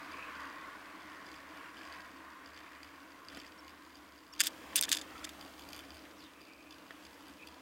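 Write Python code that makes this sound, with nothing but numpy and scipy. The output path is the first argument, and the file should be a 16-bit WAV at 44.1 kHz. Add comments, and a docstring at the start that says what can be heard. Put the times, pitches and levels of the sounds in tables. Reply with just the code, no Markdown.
"""Tyres hum on tarmac under ticking cables as a bicycle rolls along, heard from its handlebar; a car draws away.
Grit scrubs, a thin whistle comes and goes, the brake squeaks and loose metal clatters in sharp bursts.
Road roughness drives coloured noise (tyres) and resonances (frame, handlebar, cables); metal, stones and
slaps are short pushes rung through resonances. The car and the air are coloured noise; a late swish slides down."""
import sys
import numpy as np
from scipy import signal
from scipy.fft import rfft, irfft, next_fast_len
from scipy.io import wavfile
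from scipy.ndimage import uniform_filter1d, map_coordinates

SR = 44100
rng = np.random.default_rng(int(sys.argv[2]) if len(sys.argv) > 2 else 0)


def store_pcm(level_fs):
    """Save levels as 16-bit WAV."""
    pcm = np.round(np.clip(level_fs, -1, 1) * 32767).astype(np.int16)
    wavfile.write(sys.argv[1], SR, np.atleast_2d(pcm).T)


N = 335601

# Roughness of the road under the wheels: [time_s, roughness_db]
ROAD_ROUGHNESS = [(0.0, -59.5), (1.5, -63), (1.61, -62), (1.7, -63.5), (1.84, -61), (2.33, -65.5),
                  (3.26, -65.5), (3.37, -59), (3.41, -64), (4.34, -67.5), (4.41, -60.5), (4.43, -60.5),
                  (4.87, -55.5), (5.0, -58), (6.17, -63), (6.57, -66), (6.93, -62.5), (7.61, -63)]
# Jolts that swing the handlebar and slap the cables: [start_s, level_db, hard_bright_share_0_to_1]
JOLTS = [(.12, -49, 0.06), (.353, -50, 0), (.405, -50, 0.05), (1.006, -54, 0), (1.081, -57, 0),
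         (1.265, -51.5, 0), (1.316, -50, 0.03), (1.341, -49.5, .02), (1.57, -59, 0.6), (1.769, -49, 0),
         (1.852, -50, 0), (1.924, -45.5, 0), (2.005, -50.5, 0), (2.46, -48.5, 0), (2.545, -53.5, 0),
         (2.575, -47, 0), (2.831, -46, 0.02), (3.285, -42.5, 0), (3.348, -46, 0), (3.4, -45, 0),
         (3.465, -49.5, 0), (3.68, -48.5, .08), (3.955, -49.5, .05), (4.336, -45, 0.04),
         (5.179, -48.5, .04), (5.411, -43.5, 0.1), (5.594, -46, .15), (5.689, -45.5, 0.2),
         (5.731, -40, 0.1), (5.763, -45, 0.3), (5.791, -42.5, 0.1), (5.905, -46, 0), (5.944, -50.5, 0.15),
         (6.205, -51.5, 0.13), (6.415, -52, 0.1), (6.708, -47, .04), (7.051, -48.5, 0.03),
         (7.282, -52, 0.23), (7.472, -44.5, 0.04)]
# Hiss of the air, before its trim: [time_s, level_db]
AIR_LEVEL = [(0.0, -77), (1.02, -78), (4.37, -77.5), (4.58, -72), (4.92, -72), (5.64, -72), (6.53, -79),
             (7.16, -75), (7.61, -79)]
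# The tyres scrub over loose grit: [start_s, length_s, level_db]
SCRUBS = [(.06, .3, -54), (1.5, 0.24, -54.5), (1.723, 0.41, -55), (2.426, 0.6, -57.5), (3.27, 0.31, -62),
          (5.048, 0.32, -57), (5.64, 0.27, -59.5), (6.89, .2, -66)]
# A thin whistle comes and goes: [start_s, length_s, level_db]
WHISTLES = [(0.095, .22, -53), (6.26, 0.63, -64.5), (7.373, .1, -58)]
# The tyre meets a seam or stone, before the trim: [start_s, level_db, sharp_snap_share_0_to_1]
KNOCKS = [(3.326, -46, 0.5), (3.372, -39.5, 0), (3.381, -51, 0.1), (4.732, -45, 0.8), (4.8829, -37, 0.5),
          (6.053, -48.5, 0.7), (6.9075, -41, 0.86), (6.917, -53, 0.5)]
# Short squeaks as the brake rubs, before the trim: [start_s, length_s, pitch_hz, level_db]
SQUEAKS = [(3.387, 0.011, 5500, -53), (3.585, 0.017, 5480, -55), (4.324, 0.013, 5520, -50),
           (4.365, 0.032, 6230, -69)]
# Loose metal strikes, before the trim:
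# [start_s, level_db, hard_bright_share_0_to_1, first_flight_s, loss_per_rebound_db]
METAL_STRIKES = [(4.399, -24, .2, 0.0016, 16), (4.4044, -11, 0.09, 0.0044, 2.5),
                 (4.4367, -25, 0.8, 0.0053, 9), (4.4598, -28, 0.4, 0.0044, 6),
                 (4.4698, -18, 0.48, .0034, 6.5), (4.758, -13, 1, 0.0041, 2.5),
                 (4.7773, -22.5, 0.14, .0045, 1.2), (4.8112, -15.5, 1, 0.0037, 14),
                 (4.8255, -17.5, .06, .0027, 15), (4.8354, -20, 0.15, .0025, 5),
                 (4.8922, -24.5, 0.65, 0.0083, 11), (4.9171, -14, 0, .0022, 12),
                 (4.9253, -17, 0.26, 0.0028, 21), (4.929, -13.5, 0.08, .0053, 12),
                 (4.949, -25, 0.25, .008, 7.5), (4.9707, -25, 0.05, 0.0022, 5),
                 (4.986, -32, .02, .006, 4.5), (5.014, -31, 0, 0.0036, 5.5),
                 (5.245, -33.5, 0.07, 0.0025, 1.5), (5.292, -36, 0.15, 0.0025, 5)]
# The metal parts stay in touch and chatter, before the trim: [start_s, end_s, level_db]
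CHATTER_RUNS = [(4.393, 4.401, -37), (4.428, 4.487, -37.5), (4.756, 4.794, -34), (4.833, 4.855, -37),
                (4.889, 4.904, -43), (4.912, 4.953, -36.5), (4.968, 4.974, -36), (5.242, 5.254, -40.5)]
# A faint swish slides down, before its trim: [time_s, centre_hz, level_db]
SWISH_PATH = [(6.15, 5990, -90), (6.19, 5310, -61), (6.21, 4600, -58), (6.25, 3500, -58), (6.3, 2880, -61),
              (6.34, 2500, -80)]

# Resonances of each body, levels relative within the set: [centre_hz, width_hz, level_db]
FRAME_MODES = [(188.6, 31, -13), (274.8, 20.3, -0.5), (313, 29.4, 0.5)]
HANDLEBAR_MODES = [(73.3, 7.9, 0)]
CABLE_DULL_MODES = [(2410, 230, -5.5), (3110, 200, -2), (3480, 53, 1), (4767, 266, 1), (6480, 150, -10),
                    (7310, 250, -14)]
CABLE_HARD_MODES = [(4770, 610, 2), (8930, 260, 3), (12060, 300, 0.5), (12700, 400, -5)]
THUD_MODES = [(280, 104, 16), (685, 190, 6.4), (1350, 510, 10)]
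SNAP_MODES = [(1740, 200, -3), (3490, 910, -19)]
METAL_DULL_MODES = [(1640, 390, 1), (3570, 260, 9.5), (4350, 130, -4), (4660, 1100, 2), (5150, 81, 7),
                    (6340, 570, -2.5), (7630, 780, 2), (8000, 210, -1), (8800, 610, -5), (10200, 1400, -9),
                    (13000, 900, -26)]
METAL_HARD_MODES = [(2600, 380, -6.5), (4900, 930, -8.5), (6140, 210, -2), (7960, 410, -2.5),
                    (9410, 420, 1), (12040, 990, -7), (13060, 730, -3.5), (15600, 660, -11)]

# Noise colours, relative levels: [frequency_hz, level_db_per_hz]
TYRE_COLOUR = [(30, -32), (130, -12), (200, 0.5), (420, -2), (500, 2.5), (570, 0), (650, 3), (770, -1),
               (1050, 2), (1300, -1.5), (2400, -5), (3200, -7.5), (5500, -16), (14000, -26.5)]
CAR_COLOUR = [(200, -24), (600, -17), (820, -18), (960, -2), (1090, 4), (1280, -6.5), (1480, -2),
              (2000, -6), (2600, -14), (3800, -25.5), (7000, -40.5), (14000, -55)]
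AIR_COLOUR = [(500, -13), (4000, -4), (7500, -3), (10000, -5), (15500, -3.5)]
GRIT_COLOUR = [(700, -20), (1100, 1), (1600, 4.5), (2400, 2), (3400, -10.5), (5500, -23), (14000, -28.5)]

T = np.arange(N) / SR  # time in seconds
TOP_HZ = 15900  # band limit of the microphone signal

# Level on the usual road, and dB gained per dB of extra roughness
USUAL_ROAD_DB = -62
ROAR_DB, ROAR_GROWS = -57, 0.97
HUM_DB, HUM_GROWS = -60.5, 0.46
SHAKE_DB, SHAKE_GROWS = -73.5, 0.28
BUZZ_DB, BUZZ_GROWS = -61.5, 0.28

# A bumpy stretch adds most to the shake and the hum at its middle
PATCH_S, PATCH_LENGTH_S, PATCH_SHAKE_DB, PATCH_HUM_DB = 3.99, 2.4, 5.5, 2.5

SWING_HZ, SECOND_TAP_DB = 69.9, -6.5  # a cable slaps again one swing later, softer
SHAKE_JOLT_DB, BUZZ_JOLT_DB = -40, -40.5  # the jolt that doubles the shake, and the buzz
JOLT_LEAD_S, JOLT_S = 0.037, 0.13  # the bar starts to swing just before the slap; how long it swings

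CAR_DB, CAR_START_M, CAR_AWAY_M_PER_S = -48.5, 29, 6.74  # first level and distance, speed of drawing away
GROUND_LOSS_DB_PER_M = 0.2553
SURGE_S, SURGE_LENGTH_S, SURGE_DB = 0.13, 0.46, 2  # the car's roar surges once while it is still near

FLIGHT_SHRINK = 0.76  # each rebound's flight over the one before


def amp(db):
    """Decibels to gain."""
    return 10 ** (np.asarray(db) / 20)


def unit(x):
    """Scale to rms 1."""
    return x / np.sqrt(np.mean(x ** 2) + 1e-20)


def curves(rows):
    """One value per sample for each column after the time."""
    s, *cols = np.transpose(rows)
    return [np.interp(T, s, c) for c in cols]


def wobble(rate):
    """A smooth random curve, rate knots a second."""
    knots = rng.standard_normal(int(N * rate / SR) + 4)
    return map_coordinates(knots, [T * rate])


def swell(s, length):
    """A rounded rise and fall."""
    return np.sin(np.pi * np.clip((T - s) / length, 0, 1))


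def filtered(x, response):
    """x shaped by a complex response of frequency."""
    size = next_fast_len(len(x) + 4096)
    hz = np.fft.rfftfreq(size, 1 / SR)
    return irfft(rfft(x, size) * response(hz), size)[:len(x)]


def ring(x, modes):
    """x played through parallel resonances of alternating sign."""
    def response(f):
        total = 0
        for k, (centre, width, db) in enumerate(modes):
            damping = 1j * f * width
            total = total + (-1) ** k * amp(db) * damping / (centre * centre - f * f + damping)
        return total
    return filtered(x, response)


def low_cut(x, edge_hz):
    """Small parts radiate no bass."""
    return signal.sosfilt(signal.butter(2, edge_hz, "highpass", fs=SR, output="sos"), x)


def rush(spectrum, patchy_db=0):
    """Noise of rms 1 with the given colour, in drifting patches of random gain."""
    z = signal.stft(rng.standard_normal(N), nperseg=1024)[2]
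    field = uniform_filter1d(rng.standard_normal(z.shape), size=4, axis=0)  # smooth over frequency
    field = uniform_filter1d(field, size=12, axis=1)  # then over time
    noise = signal.istft(z * amp(patchy_db * unit(field)), nperseg=1024)[1][:N]
    hz, db = np.transpose(spectrum)
    return unit(filtered(noise, lambda f: amp(np.interp(np.log(f + 1), np.log(hz), db))))


def narrow_noise(centre_hz, width_hz):
    """A fuzzy tone of rms 1."""
    phase = 2 * np.pi * np.cumsum(centre_hz * np.ones(N)) / SR
    return unit(wobble(width_hz) * np.cos(phase) + wobble(width_hz) * np.sin(phase))


def strikes(rows, dull, hard, t60, scatter, tail_db, tail_t60, vary_db=1, size=4096):
    """Each blow is a push plus dying scatter, rung through two bodies; its level is its energy over 1 ms."""
    out, t = np.zeros(N + size), np.arange(size) / SR
    decay = amp(-60 * t / t60) + amp(tail_db - 60 * t / tail_t60)
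    for s, db, share in rows:
        force = scatter * rng.standard_normal(size) * decay
        force[0] += 1
        share = np.clip(share, 0, 1)

        def body(modes):
            # no two blows land on the same spot
            varied = [(hz, width, level + vary_db * rng.standard_normal()) for hz, width, level in modes]
            return unit(ring(force, varied))

        blow = np.sqrt(1 - share) * body(dull) + np.sqrt(share) * body(hard)
        out[round(s * SR):][:size] += amp(db) * unit(blow) * np.sqrt(SR / 1000 / size)
    return out[:N]


def driven(db, grows):
    """Gain of a sound that grows with the roughness of the road."""
    return amp(db + grows * (curves(ROAD_ROUGHNESS)[0] - USUAL_ROAD_DB))


def swing(doubling_db):
    """The handlebar swings wider at each jolt; 1 when it is calm."""
    power = sum(amp(db - doubling_db) * swell(s - JOLT_LEAD_S, JOLT_S) ** 2 for s, db, share in JOLTS)
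    return 1 + np.sqrt(power)


def rolling():
    """Road grain drives the tyre roar, the hum of the frame and the throbbing shake of the handlebar."""
    grain = amp(0.43 * wobble(30))  # rougher and smoother patches pass under the wheels
    bumpy = swell(PATCH_S, PATCH_LENGTH_S)
    roar = driven(ROAR_DB, ROAR_GROWS) * rush(TYRE_COLOUR, patchy_db=1.63)
    frame = unit(ring(rng.standard_normal(N), FRAME_MODES))
    hum = driven(HUM_DB + PATCH_HUM_DB * bumpy, HUM_GROWS) * frame
    shake = unit(ring(rng.standard_normal(N), HANDLEBAR_MODES))
    shake = unit(shake / (np.abs(signal.hilbert(shake)) + 3.1))  # wide swings are damped the most
    shake_gain = driven(SHAKE_DB + PATCH_SHAKE_DB * bumpy, SHAKE_GROWS) * swing(SHAKE_JOLT_DB)
    return grain * (roar + hum) + shake_gain * shake


def cables(spread_db=6.0, jitter_s=0.002, hard_db=-4):
    """Cables tap once in each swing of the bar and slap twice at each jolt; hard slaps brighten the taps."""
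    s = np.arange(0, N / SR, 1 / SWING_HZ)
    chance = rng.standard_normal((len(s), 2))
    at = np.clip((s + jitter_s * chance[:, 0]) * SR, 0, N - 1).astype(int)
    strength = driven(BUZZ_DB, BUZZ_GROWS) * swing(BUZZ_JOLT_DB)
    tap_gain = strength[at] * amp(spread_db * np.minimum(chance[:, 1], 1))
    taps = np.bincount(at, tap_gain, N)
    hardness = sum(share * swell(start - JOLT_LEAD_S, JOLT_S) for start, db, share in JOLTS)
    hardness = np.sqrt(np.abs(hardness))
    dull = unit(ring(rng.standard_normal(N), CABLE_DULL_MODES))
    hard = unit(ring(rng.standard_normal(N), CABLE_HARD_MODES))
    t = np.arange(SR // 20) / SR
    tap_envelope = signal.fftconvolve(taps, amp(-60 * t / 0.021))[:N]  # falls 60 dB in 21 ms
    buzz = tap_envelope * (dull + amp(hard_db) * hardness * hard)
    slaps = [(start + k / SWING_HZ, db + k * SECOND_TAP_DB, share)
             for start, db, share in JOLTS for k in range(2)]
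    ticks = strikes(slaps, CABLE_DULL_MODES, CABLE_HARD_MODES,
                    t60=0.011, scatter=0.29, tail_db=-14, tail_t60=0.027)
    return low_cut(buzz + amp(3.0) * ticks, 1100)


def car():
    """The tyre roar of the car fades with distance and loss along the road as it draws away."""
    gained_m = CAR_AWAY_M_PER_S * T
    spreading = CAR_START_M / (CAR_START_M + gained_m)
    level_db = CAR_DB - GROUND_LOSS_DB_PER_M * gained_m + SURGE_DB * swell(SURGE_S, SURGE_LENGTH_S)
    return spreading * amp(level_db + 0.26 * wobble(13)) * rush(CAR_COLOUR, patchy_db=2.4)


def air():
    """A smooth hiss of air over the microphone."""
    return amp(curves(AIR_LEVEL)[0] + 7) * rush(AIR_COLOUR)


def grit():
    """A grainy scrub rises and falls as the tyres cross each gritty stretch."""
    level = sum(amp(db) * swell(s, length) for s, length, db in SCRUBS)
    return level * unit(amp(4.4 * wobble(150)) * rush(GRIT_COLOUR, patchy_db=3.0))


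def whistle():
    """A thin, broken whistle on one pitch: a fuzzy tone with a fluttering level."""
    flutter = amp(7.9 * np.minimum(wobble(70), 0.5))
    tone = unit(flutter * narrow_noise(centre_hz=2470, width_hz=430))
    return sum(amp(db) * swell(s, length) for s, length, db in WHISTLES) * tone


def bumps():
    """Seams thud through the tyre; small stones snap out from under it."""
    knocks = strikes(KNOCKS, THUD_MODES, SNAP_MODES, t60=0.0046, scatter=0.15, tail_db=2, tail_t60=0.036)
    return amp(3.5) * knocks


def brake(waver=0.006):
    """The brake brushes the wheel and sings for an instant, a sine of wavering pitch."""
    out = np.zeros(N)
    for s, length, hz, db in SQUEAKS:
        pitch_hz = hz * (1 + waver * wobble(200))
        out += amp(db + 0.5) * swell(s, length) * np.sin(2 * np.pi * np.cumsum(pitch_hz) / SR)
    return out


def rebounds(count=5):
    """Each strike of the metal comes back ever sooner and softer."""
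    return [(s + flight * np.sum(FLIGHT_SHRINK ** np.arange(k)), db - k * loss_db, share)
            for s, db, share, flight, loss_db in METAL_STRIKES for k in range(count)]


def clatter(bounces_per_s=1300, spread_db=3):
    """Loose metal strikes and rebounds; in chatter, random tiny bounces ring the dull body."""
    contacts = strikes(rebounds(), METAL_DULL_MODES, METAL_HARD_MODES,
                       t60=0.006, scatter=0.22, tail_db=-24, tail_t60=0.04)
    hits = rng.random(N) < bounces_per_s / SR
    bounces = hits * amp(spread_db * rng.standard_normal(N)) * rng.choice([-1, 1], N)
    runs = sum(amp(db) * ((T > start) & (T < end)) for start, end, db in CHATTER_RUNS)
    runs = uniform_filter1d(runs, size=130)  # 3 ms ramps
    chatter = runs * unit(ring(bounces, METAL_DULL_MODES))
    return low_cut(amp(-4.0) * contacts + amp(-1.5) * chatter, 1100)


def swish():
    """A rough band of hiss slides down."""
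    centre_hz, db = curves(SWISH_PATH)
    level = amp(db - 5.0 + 2.4 * wobble(120))
    sounding = (T > SWISH_PATH[0][0]) * (T < SWISH_PATH[-1][0])
    return level * narrow_noise(centre_hz, width_hz=1200) * sounding


def scene():
    """Everything reaches the one microphone directly, in open air."""
    bicycle = rolling() + cables() + grit() + bumps() + brake() + clatter()
    return (bicycle + car() + air() + whistle() + swish())[None]


def record(dry):
    """A very steep roll-off leaves next to nothing above the band limit."""
    return filtered(dry[0], lambda hz: 1 / np.sqrt(1 + (hz / TOP_HZ) ** 160))[None]


dry = scene()
out = record(dry)
store_pcm(out)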